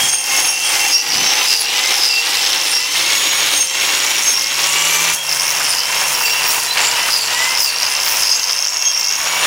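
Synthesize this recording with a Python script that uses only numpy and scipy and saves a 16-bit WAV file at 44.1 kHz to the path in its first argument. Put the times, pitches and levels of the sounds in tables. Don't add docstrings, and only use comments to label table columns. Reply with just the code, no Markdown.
import sys
import numpy as np
from scipy import signal
from scipy.fft import rfft, irfft, next_fast_len
from scipy.io import wavfile
from scipy.ndimage import uniform_filter1d, map_coordinates

SR = 44100
rng = np.random.default_rng(int(sys.argv[2]) if len(sys.argv) > 2 else 0)


def log_audio(samples):
    frames = np.atleast_2d(samples).T
    limited = np.clip(frames, -1, 1)
    pcm = np.round(limited * 32767).astype(np.int16)
    wavfile.write(sys.argv[1], SR, pcm)


N = 417186
TIME = np.arange(N) / SR
GEAR_RATIO, PINION_TEETH, ARMATURE_SLOTS = 3.6, 10, 12
MAINS_HZ = 50
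TURN_OVER_S = 5.15

# start in seconds, length in seconds, dip of the
# recorded level in dB, extra gear rattle in dB, extra hiss in dB.
BITES = [(0.046, 0.17, 8, 1, -1), (0.451, 0.12, 7.5, 4, 2.5), (0.88, 0.12, 10.5, 12.5, 5.5),
         (1.035, 0.14, 3, 6, 0.5), (1.416, 0.21, 7, 13, 9), (1.926, 0.25, 5, 11, 4),
         (2.682, 0.16, 7, 8.5, 4), (3.548, 0.13, 9, 5, 4.5), (4.197, 0.28, 5, 5, 3.5),
         (5.13, 0.034, 9, -7, 9), (5.626, 0.21, 4, 6, 1), (6.055, 0.24, 5, 3.5, 3), (6.47, 0.17, 2.5, 2, 4),
         (7.081, 0.14, 4.5, 11, 4), (7.564, 0.12, 4.5, 9, 7), (8.14, 0.21, 3.5, 8.5, 1)]
# time in seconds, then base levels in dB of the
GRIP = [(0, -21.5, -20.5, -23.5), (.8, -20.5, -21.5, -26), (1.35, -20, -22, -31), (2.4, -22, -19.5, -31),
        (3.3, -19.5, -25, -28), (4.5, -20.5, -21, -29.5), (5.1, -19.5, -24, -26), (5.25, -24.5, -19.5, -28),
        (6.3, -19.5, -22, -26), (6.75, -24, -23, -27.5), (6.77, -19, -20, -29.5), (7.1, -21.5, -21, -29),
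        (7.9, -25.5, -18, -31), (8.2, -23, -21, -25.5), (8.65, -30, -17.5, -35.5),
        (9.05, -29.5, -18.5, -34), (9.46, -18.5, -28, -28.5)]
# frequency in Hz, spectral level in dB.
FACE_SPECTRUM = [(200, -20.5), (300, -5.5), (620, -6.5), (900, -1), (1550, -1), (2200, 4), (3000, 4),
                 (3800, 2), (6300, -6), (12000, -15)]
# frequency in Hz, spectral level in dB.
EDGE_SPECTRUM = [(210, -18), (400, -9), (800, -0.5), (1700, 0.5), (2800, 3.5), (3600, -2), (6300, -8.5),
                 (12000, -18)]
# time in seconds, lift in dB.
UPPER_RASP = [(.8, -5), (1.5, 2.5), (3.4, 3), (3.9, -1), (6.2, -2), (7.5, 1.5), (8.6, 0.5)]
# frequency in Hz, spectral level in dB.
HISS_SPECTRUM = [(2000, -8), (4000, 0.5), (6500, 9.5), (8300, 4.5), (10400, 8.5), (11200, 1.5),
                 (15700, -0.5)]
# time in seconds, turns per second.
ARMATURE_SPEED = [(0.0, 541.0), (0.16, 523.0), (0.38, 536.0), (0.56, 501.0), (0.86, 526.0), (0.96, 488.0),
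                  (1.12, 482.0), (1.26, 514.0), (1.46, 505.0), (1.64, 466.0), (1.88, 526.0), (1.98, 522.0),
                  (2.2, 468.0), (2.56, 536.0), (2.72, 520.0), (2.8, 499.0), (3.2, 559.0), (3.48, 551.0),
                  (3.64, 520.0), (4.02, 568.0), (4.22, 567.0), (4.38, 529.0), (4.84, 579.0), (5.14, 595.0),
                  (5.28, 522.0), (5.58, 559.0), (5.76, 493.0), (6.04, 546.0), (6.28, 463.0), (6.42, 495.0),
                  (6.74, 458.0), (6.92, 470.0), (7.06, 510.0), (7.15, 490.0), (7.23, 448.0), (7.46, 509.0),
                  (7.59, 527.0), (7.72, 450.0), (7.9, 510.0), (8.12, 535.0), (8.36, 496.0), (8.68, 545.0),
                  (8.88, 551.0), (8.96, 519.0), (9.06, 540.0), (9.46, 578.0)]
# time in seconds, then base
# levels in dB of the fan tones, the slot whine and the unbalance hum.
MOTOR_LEVELS = [(0, -34, -44, -44), (.35, -19.5, -32, -52.5), (.6, -28, -27.5, -54),
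                (1.3, -25.5, -22.5, -61), (2.4, -28.5, -37, -56), (3.3, -26, -23.5, -49),
                (4, -26.5, -29, -54.5), (5.1, -21, -31, -40), (5.22, -30, -33, -46.5),
                (7.15, -31, -36, -52.5), (7.33, -23, -36, -49), (8.7, -42, -29, -70), (9.46, -23, -29, -45)]
# multiple of the armature speed, relative level in dB.
FAN_TONES = [(2, -9), (4, -0.5), (5, -6.5)]
# frequency in Hz, spectral level in dB.
BUZZ_SPECTRUM = [(1500, -4.5), (3000, 1), (4300, 14.5), (5200, -3), (8000, 10), (11000, -31), (12700, -15)]
# frequency in Hz, spectral level in dB.
CRACK_SPECTRUM = [(2000, -17), (4100, -7), (4700, -9), (5200, -4), (5800, 16), (6600, -2), (11500, -28),
                  (13000, 3), (15000, -18)]
# frequency in Hz, level of the steady ringing in dB.
DISC_MODES = [(2718, -32), (3262, -47), (5575, -32), (6424, -37), (8788, -50)]
# peak time in seconds, row of DISC_MODES from 0,
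# level in dB, half length in seconds.
SQUEALS = [(0.008, 1, -19.5, 0.08), (0.11, 3, -20, 0.059), (0.146, 4, -19, 0.059), (0.41, 3, -22, 0.14),
           (0.503, 2, -18, .025), (0.56, 0, -24, 0.091), (0.67, 1, -24, 0.044), (0.85, 0, -20, 0.039),
           (.90, 3, -19, 0.028), (0.957, 2, -13.5, 0.027), (0.987, 0, -29, 0.06), (1.286, 2, -16.5, 0.035),
           (1.51, 0, -22.5, 0.029), (2.156, 0, -17, 0.053), (2.76, 2, -14.5, 0.028),
           (3.598, 4, -22.5, 0.072), (3.603, 3, -14.5, 0.031), (4.29, 3, -14, 0.027),
           (4.358, 2, -16, 0.025), (5.21, 1, -26.5, 0.04), (6.155, 2, -21, 0.013), (6.252, 0, -17.5, 0.01),
           (6.32, 2, -25, 0.08), (6.35, 0, -25.5, 0.089), (6.495, 2, -19, 0.027), (8.36, 3, -22.5, 0.097),
           (8.88, 3, -13, 0.026), (8.886, 1, -24, 0.032), (8.964, 2, -18, 0.051)]
# frequency in Hz, relative level in dB.
RIM_MODES = [(7350, -6.5), (9000, -8.5)]
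# peak time in seconds, centre in Hz, level in dB,
# half length in seconds.
SCRAPES = [(.48, 9500, -20, 0.054), (.68, 8950, -19.5, 0.043), (1.61, 10400, -18.5, 0.011),
           (2.72, 9250, -21.5, 0.032), (4.83, 7440, -24, 0.21), (4.93, 11500, -28, 0.06),
           (4.95, 6260, -24, 0.13), (5.71, 9100, -21, 0.041), (6.3, 14800, -26, 0.054),
           (6.52, 15150, -21, 0.06), (6.86, 7260, -18.5, 0.047), (7.41, 7300, -25, 0.092)]
# peak time in seconds, centre in Hz, level in dB,
# half length in seconds.
SQUAWKS = [(6.27, 4690, -19, 0.014), (6.72, 4030, -21, 0.029), (8.325, 5050, -16, 0.027)]
# start in seconds, centre in Hz, level in dB.
CHIPS = [(5.61, 1500, -16), (6.208, 1190, -16.5), (6.58, 1082, -16), (6.762, 1000, -22), (6.772, 2600, -11),
         (7.087, 1330, -15)]
# time in seconds,
# centre in Hz, relative level in dB.
HOOF_RESONANCE = [(0, 813, -8), (2.4, 814.3, -12.5), (3.2, 903, -24), (5.5, 965, -9.5)]
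# peak time in seconds, centre in Hz, level in dB, half length in seconds.
BUMPS = [(.03, 120, -33.5, 0.037), (1.19, 225, -32, 0.073)]


def rasp(turns, spectrum, grain_db, chop_db):
    chop = np.sin(2 * np.pi * turns / GEAR_RATIO + 0.42 * walk(36))
    grains = noise() * undb(grain_db * walk(1500) + chop_db * chop + 1.24 * walk(60))
    return colour(grains, spectrum)


def horn_rasp(turns, upper_band_hz=(3350, 4500)):
    face = rasp(turns, FACE_SPECTRUM, grain_db=2.0, chop_db=0.5)
    edge = rasp(turns, EDGE_SPECTRUM, grain_db=2.0, chop_db=0.5)
    body = undb(3.0) * np.where(TIME < TURN_OVER_S, face, edge)
    upper = signal.sosfilt(signal.butter(1, upper_band_hz, "bandpass", fs=SR, output="sos"), body)
    return body + (undb(curves(UPPER_RASP)[0]) - 1) * upper


def pressing(amounts_db, build_share, release_s):
    return sum(db * np.interp(TIME - s, [0, build_share * length, length, length + release_s],
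                              [0, 1, 1, 0])
               for (s, length, *_), db in zip(BITES, amounts_db))


def gear_rattle(turns, pressure_db, gap_s=0.0073, ring_s=0.00035, scatter_db=4.5, rebound=0.81):
    push = 0.7 * (mains_throb() + np.sin(2 * np.pi * turns / GEAR_RATIO)) + walk(300)
    hits = signal.find_peaks(push, distance=1 + gap_s * SR)[0]
    rebounds = np.minimum(np.searchsorted(turns, turns[hits] + 1), N - 1)
    chance = np.clip(rng.standard_normal((len(hits), 2)), -2, 1).T
    knocks = np.zeros(N)
    knocks[hits] = undb(scatter_db * chance[0])
    knocks[rebounds] += rebound * undb(2 * scatter_db * chance[1])
    burst = signal.lfilter([1], [1, -np.exp(-1 / (ring_s * SR))], knocks)
    burst = unit(uniform_filter1d(burst, size=24))
    scrape = 0.32 * undb(0.26 * (pressure_db - np.median(pressure_db)))
    force = unit((burst + scrape) / np.hypot(1, scrape))
    mesh = np.sin(2 * np.pi * PINION_TEETH * turns + 1.14 * walk(1000))
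    chirps = resonate(force * mesh, centre_hz=5610, width_hz=3150)
    cracks = undb(-10) * force * colour(noise(), CRACK_SPECTRUM)
    return unit(chirps + cracks)


def gear_whine(turns, load, bite_db, full_bite_db=5.5):
    wobble = np.sin(2 * np.pi * turns / GEAR_RATIO)
    mesh = np.sin(2 * np.pi * PINION_TEETH * turns + 0.8 * wobble + 0.9 * walk(700))
    braking = load * np.clip(bite_db / full_bite_db, 0, 1)
    return unit(mesh * undb(2.8 * walk(200))) * undb(-22 + 14 * braking ** 2)


def motor(turns, speed, pull, load, rush_db, fan_db, slot_db, housing_hz=3000):
    throb = mains_throb()
    angle = 2 * np.pi * turns + 0.013 * throb + 0.019 * walk(120)
    flutter = 0.082 * walk(150)
    fan = sum(undb(db + 2.9 * walk(9) + 3.0 * walk(70)) * np.sin(multiple * angle + flutter)
              for multiple, db in FAN_TONES)
    slots = undb(2.4 * walk(130) + 2.0 * throb) * np.sin(ARMATURE_SLOTS * angle + 0.31 * walk(450))
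    tones = undb(fan_db - 5 + 1.6 * pull) * fan + undb(slot_db) * slots
    choke = undb(-8 * load ** 2)
    housing = 1 / np.hypot(1, (ARMATURE_SLOTS / 2 * speed - housing_hz) / 230)
    strain = undb(rush_db - 14 + 8.1 * pull) * housing * np.sin(ARMATURE_SLOTS / 2 * angle)
    return np.sqrt(2) * (choke * tones + strain)


def mains_throb():
    return np.sin(2 * np.pi * 2 * MAINS_HZ * TIME)


def power_buzz(pull, rush_db, sharpness=5, face_db=-5.0, edge_db=-12):
    crest = np.exp(sharpness * (mains_throb() - 1))
    crackle = colour(noise() * crest * undb(2 * walk(60)), BUZZ_SPECTRUM)
    heard_db = rush_db + np.where(TIME < TURN_OVER_S, face_db, edge_db)
    return undb(heard_db) * np.sqrt(pull) * crackle


def squeals(tail=0.042, waver_hz=14, flutter_db=3.5):
    waver = 2 * np.pi * np.cumsum(waver_hz * walk(130)) / SR
    flutter = np.sqrt(2) * undb(flutter_db * np.clip(walk(90), -2, 1))
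    tones = np.zeros(N)
    for peak_s, mode, db, half_s in SQUEALS:
        envelope = swell(peak_s, db, half_s) + tail * swell(peak_s + half_s, db, 3 * half_s)
        tones += envelope * np.sin(2 * np.pi * DISC_MODES[round(mode)][0] * TIME + waver)
    return flutter * tones


def rim_chirps(spread_db=7.5, width_hz=650):
    chirps = np.zeros(N)
    for hz, db in RIM_MODES:
        flare = undb(spread_db * np.clip(walk(16), -2, 2))
        chirps += undb(db) * unit(flare * resonate(noise(), hz, width_hz))
    return chirps


def edge_squeaks(centre_hz=14700, width_hz=1100, spread_db=8):
    flare = undb(spread_db * np.clip(walk(14), -2, 2))
    return undb(-7) * (TIME > TURN_OVER_S) * unit(flare * resonate(noise(), centre_hz, width_hz))


def noise_swells(table, width_share, flicker_db):
    source = noise() * undb(flicker_db * walk(150))
    return sum(swell(peak_s, db, half_s) * resonate(source, hz, width_share * hz)
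               for peak_s, hz, db, half_s in table)


def chip_knocks(decay_s=0.0087, width_share=0.67):
    knocks = np.zeros(N)
    for start_s, hz, db in CHIPS:
        envelope = (TIME >= start_s) * np.exp(-np.abs(TIME - start_s) / decay_s)
        knocks += undb(db) * envelope * resonate(noise(), hz, width_share * hz)
    return knocks


def disc_ring(width_hz=46):
    return sum(undb(db + 2 * walk(19)) * resonate(noise(), hz, width_hz) for hz, db in DISC_MODES)


def hoof_ring(width_hz=200):
    hz, db = curves(HOOF_RESONANCE)
    angle = 2 * np.pi * np.cumsum(hz) / SR
    return undb(db) * unit(walk(width_hz) * np.sin(angle) + walk(width_hz) * np.cos(angle))


def unbalance(turns, db, jitter_rad, jitter_rate):
    return undb(db) * unit(np.sin(2 * np.pi * turns + jitter_rad * walk(jitter_rate)))


def undb(db):
    return 10 ** (np.asarray(db) / 20)


def unit(x):
    return x / np.sqrt(np.mean(x ** 2))


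def curves(table):
    seconds, *columns = np.transpose(table)
    return [np.interp(TIME, seconds, column) for column in columns]


def noise():
    return rng.standard_normal(N)


def walk(rate):
    steps = rng.standard_normal(N // 8)
    return unit(map_coordinates(steps, [TIME * rate], order=1, mode="wrap"))


def shape(x, gain):
    size = next_fast_len(N)
    hz = np.arange(size // 2 + 1) * SR / size + 1e-3
    return unit(irfft(rfft(x, size) * gain(hz), size)[:N])


def colour(x, points):
    points_hz, db = np.transpose(points)
    return shape(x, lambda hz: undb(np.interp(np.log(hz), np.log(points_hz), db)))


def resonate(x, centre_hz, width_hz):
    return shape(x, lambda hz: 1 / (1 + 1j * (hz ** 2 - centre_hz ** 2) / (hz * width_hz)) ** 2)


def swell(peak_s, db, half_s):
    return undb(db) / np.cosh(np.clip(1.47 * (TIME - peak_s) / half_s, -30, 30))


def scene():
    rush_db, rattle_db, hiss_db = curves(GRIP)
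    fan_db, slot_db, hum_db = curves(MOTOR_LEVELS)
    _, _, dips, rattles, hisses = np.transpose(BITES)
    bite_db = pressing(rattles, build_share=0.4, release_s=0.049)
    rattle_db += bite_db
    hiss_db += pressing(hisses, build_share=0.2, release_s=0.048)
    dip_db = pressing(dips, build_share=0.84, release_s=0.14)
    speed = uniform_filter1d(curves(ARMATURE_SPEED)[0], size=1500)
    turns = np.cumsum(speed) / SR
    climb = uniform_filter1d(np.gradient(speed) * SR, size=2500)
    load = np.clip(-climb / 190, 0, 1)
    pull = np.clip(climb / 220, 0, 1)

    disc_hum = unbalance(turns / GEAR_RATIO, hum_db, jitter_rad=0.5, jitter_rate=40)
    armature_hum = unbalance(turns, rush_db - 23 + walk(7.7), jitter_rad=0.14, jitter_rate=56)
    body = horn_rasp(turns) + hoof_ring()
    gears = undb(-3.5 * load) * gear_rattle(turns, rush_db + bite_db) + gear_whine(turns, load, bite_db)
    hiss = undb(4.5) * rasp(turns, HISS_SPECTRUM, grain_db=2.5, chop_db=-1.0)
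    cut = hiss + rim_chirps() + edge_squeaks()
    tool = undb(rush_db) * body + undb(rattle_db) * gears + undb(hiss_db) * cut
    tool += power_buzz(pull, rush_db) + disc_hum
    drive = motor(turns, speed, pull, load, rush_db, fan_db - dip_db, slot_db - 0.27 * dip_db)
    steel = disc_ring() + squeals()
    steel += noise_swells(SCRAPES, width_share=0.12, flicker_db=3)
    steel += noise_swells(SQUAWKS, width_share=0.028, flicker_db=3)
    bumps = noise_swells(BUMPS, width_share=1.5, flicker_db=0.5)
    return (undb(-dip_db) * tool + drive + steel + chip_knocks() + armature_hum + bumps)[None]


def record(dry):
    top_hz = 15750
    return signal.sosfilt(signal.ellip(10, .2, 80, top_hz, fs=SR, output="sos"), np.tanh(dry))


dry = scene()
out = record(dry)
log_audio(out)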